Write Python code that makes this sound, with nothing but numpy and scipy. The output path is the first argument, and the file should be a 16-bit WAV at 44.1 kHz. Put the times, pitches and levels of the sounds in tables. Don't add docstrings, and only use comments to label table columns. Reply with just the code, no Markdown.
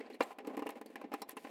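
import sys
import numpy as np
from scipy import signal
from scipy.fft import rfft, irfft, next_fast_len
from scipy.io import wavfile

SR = 44100
rng = np.random.default_rng(int(sys.argv[2]) if len(sys.argv) > 2 else 0)


def master_out(mix):
    frames = np.transpose(np.atleast_2d(mix))
    ceiling = np.clip(frames, -1, 1)
    pcm = np.round(ceiling * 32767).astype(np.int16)
    wavfile.write(sys.argv[1], SR, pcm)


N = 66150


def amp(db):
    return 10 ** (np.asarray(db) / 20)


def unit(x):
    return x / np.sqrt(np.mean(x ** 2) + 1e-20)


def fade(t, t60):
    return np.exp(-np.log(1000) * t / t60)


def add(out, start_s, sound):
    room = out[max(round(start_s * SR), 0):][:len(sound)]
    room += sound[:len(room)]


def eq_gains(eq, size):
    freq_hz, gain_db = np.transpose(eq)
    hz = np.fft.rfftfreq(size, 1 / SR)
    return amp(np.interp(np.log(hz + 1), np.log(freq_hz), gain_db))


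def coloured(x, eq):
    return unit(irfft(rfft(x) * eq_gains(eq, len(x)), len(x)))


# freq_hz, gain_db
AIR_EQ = [(25, -9), (60, -3), (130, -14), (170, 0), (220, 3), (300, -1), (600, -8.5), (820, -8),
          (1300, -21), (2400, -22), (3500, -30.5), (6000, -43), (15000, -46.5)]
def air(level_db=-61):
    return amp(level_db) * coloured(rng.standard_normal(N), AIR_EQ)


# freq_hz, gain_db
PANEL_EQ = [(25, -42), (130, -48.5), (180, -29.5), (220, -2), (290, 0), (360, -3), (470, -3), (600, -11),
            (900, -25.5), (2000, -82.5)]
RIM_EQ = [(200, -48.5), (420, -7.5), (530, -4), (740, -1), (808, 3), (895, -15.5), (1020, 0.5),
          (1150, -12.5), (1400, -14), (2500, -48)]
RING_EQ = [(600, -54.5), (1300, -11), (1800, 3), (2500, 0.5), (2900, -3), (3400, -11), (4200, -13),
           (5500, -20.5), (8000, -24.5), (16000, -52.5)]
EDGE_EQ = [(1500, -32), (3200, 0.5), (4400, -2), (6000, -5), (8000, -2.5), (12000, -2), (15000, -7),
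           (16500, -15.5)]
# start_s, end_s, panel_db, rim_db, ring_db, edge_db
SCRAPE_CUES = [(-.01, 0.089, -53, -57, -60, -101), (0.099, 0.168, -51, -74, -61.5, -74.5),
               (0.198, 0.334, -61, -56, -60.5, -66), (0.39, 0.462, -51, -66, -87, -101),
               (0.459, 0.559, -45.5, -51, -62, -80), (0.59, 0.745, -54.5, -60, -64.5, -79),
               (0.753, 0.792, -49, -53, -63, -74), (0.86, 0.948, -62, -72, -70, -76),
               (0.962, 1.036, -55, -58, -63.5, -94), (1.12, 1.218, -58, -67, -65.5, -72.5),
               (1.283, 1.331, -71, -62, -62, -64.5), (1.365, 1.449, -67, -75, -68, -65.5),
               (1.44, 1.51, -52.5, -57, -60, -68)]
def scrapes(trim_db=-5.5, ramp_s=0.017, slips_per_s=2700, slip_spread_db=2, hiss_gain=0.73):
    t, out = np.arange(N) / SR, np.zeros(N)
    slips = (rng.random(N) < slips_per_s / SR) * rng.standard_normal(N)
    slips *= amp(slip_spread_db * rng.standard_normal(N))
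    friction = unit(slips) + hiss_gain * rng.standard_normal(N)
    layers = [coloured(friction, eq) for eq in (PANEL_EQ, RIM_EQ, RING_EQ, EDGE_EQ)]
    for start_s, end_s, *levels_db in SCRAPE_CUES:
        stroke = np.clip(np.minimum(t - start_s, end_s - t) / ramp_s + .5, 0, 1)
        out += stroke * sum(amp(db) * layer for db, layer in zip(levels_db, layers))
    return amp(trim_db) * out


def push(eq, size):
    cepstrum = irfft(np.log(eq_gains(eq, size)), size)
    causal = 2 * cepstrum * (np.arange(size) < size // 2)
    pulse = irfft(np.exp(rfft(causal)), size)
    return pulse / np.linalg.norm(pulse)


def struck_part(modes, eq, attacks_s, body_t60_s, push_db, modes_db, tail_db, tail_t60_s):
    size, span = 6144, round(0.0035 * SR)
    scatter_db, hard_attack_s = 2.5, 0.00069
    t = np.arange(size) / SR
    pulse = push(eq, size)
    attack = 1 - np.exp(-t / np.maximum(attacks_s[:, None], 1 / SR))
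    decay = fade(t, body_t60_s) + amp(tail_db) * fade(t, tail_t60_s)
    chatter = rng.standard_normal(attack.shape) * attack * decay
    body = signal.fftconvolve(chatter, pulse[None], axes=1)[:, :size]
    pitch_hz, level_db, t60_s = np.transpose(modes)
    gains = amp(level_db + scatter_db * rng.standard_normal((len(attacks_s), len(modes))))
    gains /= np.linalg.norm(gains, axis=1, keepdims=True)
    ringing = gains @ (fade(t, t60_s[:, None]) * np.sin(2 * np.pi * pitch_hz[:, None] * t))
    hits = body + amp(modes_db) * attack * ringing
    for hit, attack_s in zip(hits, attacks_s):
        snap = amp(push_db) / (1 + (attack_s / hard_attack_s) ** 2)
        add(hit, attack_s, snap * np.linalg.norm(hit[:span]) * pulse)
    energy = np.cumsum(hits ** 2, axis=1)
    power = (energy[:, span:] - energy[:, :-span]) / span
    return hits / np.sqrt(power.max(axis=1, keepdims=True))


# pitch_hz, level_db, t60_s
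PANEL_MODES = [(237, -6, 0.038), (294, -1, 0.07), (335, -2, 0.032), (434.5, 0.5, .06), (506, -1, 0.036)]
RIM_MODES = [(646, -12, 0.045), (808, 4.5, 0.054), (967, -2, 0.043), (1033.3, -5.5, 0.057),
             (1205, -10.5, 0.05)]
RING_MODES = [(1414, -3.5, 0.037), (1757, 7.5, 0.024), (1940, -1.5, 0.068), (2157, -2, 0.073),
              (2375, 0, 0.069), (2670, -9, 0.036), (2802, -5.5, 0.06), (3256, -18.5, 0.054),
              (4100, -15, 0.07), (5270, -12, 0.076)]
EDGE_MODES = [(4424, -1.2, 0.048), (7620, 0.01, 0.069), (9070, -1.5, 0.043)]
# start_s, panel_db, rim_db, ring_db, edge_db, attack_s
TAP_CUES = [(.003, -43.5, -48.5, -48.5, -66, 0.0025), (.100, -43, -51, -55.5, -66, 0.0016),
            (0.143, -47, -62, -56, -62, .002), (0.2065, -26, -21, -31, -54, 0.00059),
            (0.2232, -43, -41.5, -46, -57, 0.00061), (0.2284, -43, -42, -54, -51, 0.001),
            (.233, -52, -50, -64, -54, 0.0014), (.305, -53.5, -42, -58.5, -72, 0.006),
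            (0.3853, -43.5, -44, -48, -57.5, 0.00074), (.402, -45.5, -51, -59, -86, 0.0012),
            (.447, -44.5, -50, -55, -73, 0.0011), (.470, -46.5, -46.5, -55.5, -52.5, 0.0041),
            (0.4759, -32.5, -43.5, -57.5, -64, 0.0011), (.496, -49, -52, -58, -71, 0.00081),
            (.511, -41, -49, -65, -80, 0.00069), (.545, -42, -43, -60.5, -77, 0.0037),
            (.569, -43, -53.5, -47.5, -53.5, 0.00039), (0.5742, -30, -37, -50.5, -56, 0.0011),
            (.592, -34, -40.5, -50.5, -56.5, 0.0018), (0.6222, -30.5, -36.5, -51, -64, 0.00056),
            (0.6604, -35, -41, -58, -66, 0.0014), (0.6674, -36, -37, -42.5, -50.5, 0.00024),
            (0.691, -37, -39, -47.5, -50, 0.0007), (0.7055, -62, -53, -52, -52.5, 0.00031),
            (.719, -49, -50, -59, -75, 0.00071), (.755, -47.5, -54, -57, -69, 0.0011),
            (.771, -45, -55, -61.5, -70, 0.00078), (.813, -39, -44.5, -53.5, -56, 0.00066),
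            (0.8594, -44.5, -55, -62, -56, 0.0018), (.902, -45.5, -59, -66.5, -70, 0.0017),
            (0.9565, -42, -44, -47, -53, 0.00058), (1.014, -49, -44.5, -54, -61.5, 0.00086),
            (1.039, -43.5, -45.5, -56.5, -84, 0.0015), (1.045, -41.5, -56, -60, -93, 0.0026),
            (1.117, -42, -41.5, -49.5, -68, 0.0019), (1.129, -48, -41, -48.5, -71, 0.0016),
            (1.139, -31.5, -36, -43, -48, 0.00083), (1.2182, -39.5, -40, -50, -43.5, 0.0015),
            (1.289, -69, -47, -53.5, -58, 0.00069), (1.2945, -66, -49.5, -51, -51, 0.00027),
            (1.308, -62, -53.5, -58, -53, 0.00035), (1.316, -60, -56, -72, -55, 0.00036),
            (1.331, -48, -63, -67, -74, 0.00097), (1.368, -40.5, -41, -49, -54.5, 0.00093),
            (1.3727, -44.5, -49, -50, -62, 0.00079), (1.448, -39, -44, -49, -73, 0.00071),
            (1.469, -47.5, -49, -53.5, -78, 0.00059)]
def taps(trim_db=-3):
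    starts_s, *levels_db, attacks_s = np.transpose(TAP_CUES)
    panel = struck_part(PANEL_MODES, PANEL_EQ, attacks_s, body_t60_s=0.0027,
                        push_db=-1.5, modes_db=-1.5, tail_db=-32, tail_t60_s=0.43)
    rim = struck_part(RIM_MODES, RIM_EQ, attacks_s, body_t60_s=0.026,
                      push_db=-1.5, modes_db=1.5, tail_db=-29, tail_t60_s=0.56)
    ring = struck_part(RING_MODES, RING_EQ, attacks_s, body_t60_s=0.0548,
                       push_db=-3.5, modes_db=-1, tail_db=-19, tail_t60_s=0.1842)
    edge = struck_part(EDGE_MODES, EDGE_EQ, attacks_s, body_t60_s=0.0227,
                       push_db=0, modes_db=-18.5, tail_db=-9.5, tail_t60_s=0.0374)
    hits = sum(amp(db)[:, None] * layer for db, layer in zip(levels_db, (panel, rim, ring, edge)))
    out = np.zeros(N)
    for start_s, hit in zip(starts_s, hits):
        add(out, start_s, hit)
    return amp(trim_db) * out


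# start_s, pitch_hz, level_db, t60_s
SPOT_CUES = [(.004, 426, -38.5, 0.057), (0.063, 4480, -62.5, .031), (.133, 4130, -60, 0.076),
             (0.2072, 458, -25, 0.031), (0.223, 4120, -42, 0.024), (.226, 7500, -59, 0.035),
             (0.235, 7600, -55, 0.045), (.511, 585, -47, .052), (.624, 2760, -58.5, 0.069),
             (.670, 2770, -48.5, 0.07), (0.7051, 12040, -50, 0.0061), (0.862, 4500, -63.5, 0.076),
             (.957, 1800, -45.5, 0.025), (.957, 2270, -53.5, .07), (1.046, 262.4, -37.5, 0.055),
             (1.138, 1260, -34, 0.013), (1.138, 13000, -41.5, 0.0053), (1.218, 13700, -41.5, 0.0038),
             (1.220, 3965, -54.5, 0.071), (1.220, 5350, -50.5, 0.051), (1.2941, 11840, -34, 0.0041),
             (1.316, 8660, -65.5, 0.049), (1.368, 9930, -50.5, 0.023), (1.3733, 2653, -52, 0.053)]
# pitch_ratio, gain_db
SPOT_PARTIALS = [(1, 2.5), (.92, -6.5), (1.07, -4)]
def ringing_spots():
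    t, out = np.arange(6144) / SR, np.zeros(N)
    for start_s, pitch_hz, level_db, t60_s in SPOT_CUES:
        cluster = sum(amp(gain_db) * np.sin(2 * np.pi * (pitch_hz * ratio * t + rng.random()))
                      for ratio, gain_db in SPOT_PARTIALS)
        attack = 1 - np.exp(-2 * pitch_hz * t)
        add(out, start_s, amp(level_db) * attack * fade(t, t60_s) * cluster)
    return out


def scene():
    return (taps() + ringing_spots() + scrapes() + air())[None]


def record(dry):
    low_cut_hz, shelf_db, top_hz = 198.4, -19, 16300
    size = next_fast_len(N + SR // 4)
    hz = np.fft.rfftfreq(size, 1 / SR)
    low_shelf = np.maximum(1 / (1 + (low_cut_hz / (hz + 1)) ** 12), amp(shelf_db))
    return irfft(rfft(dry, size) * low_shelf * (hz < top_hz), size)[:, :N]


dry = scene()
out = record(dry)
master_out(out)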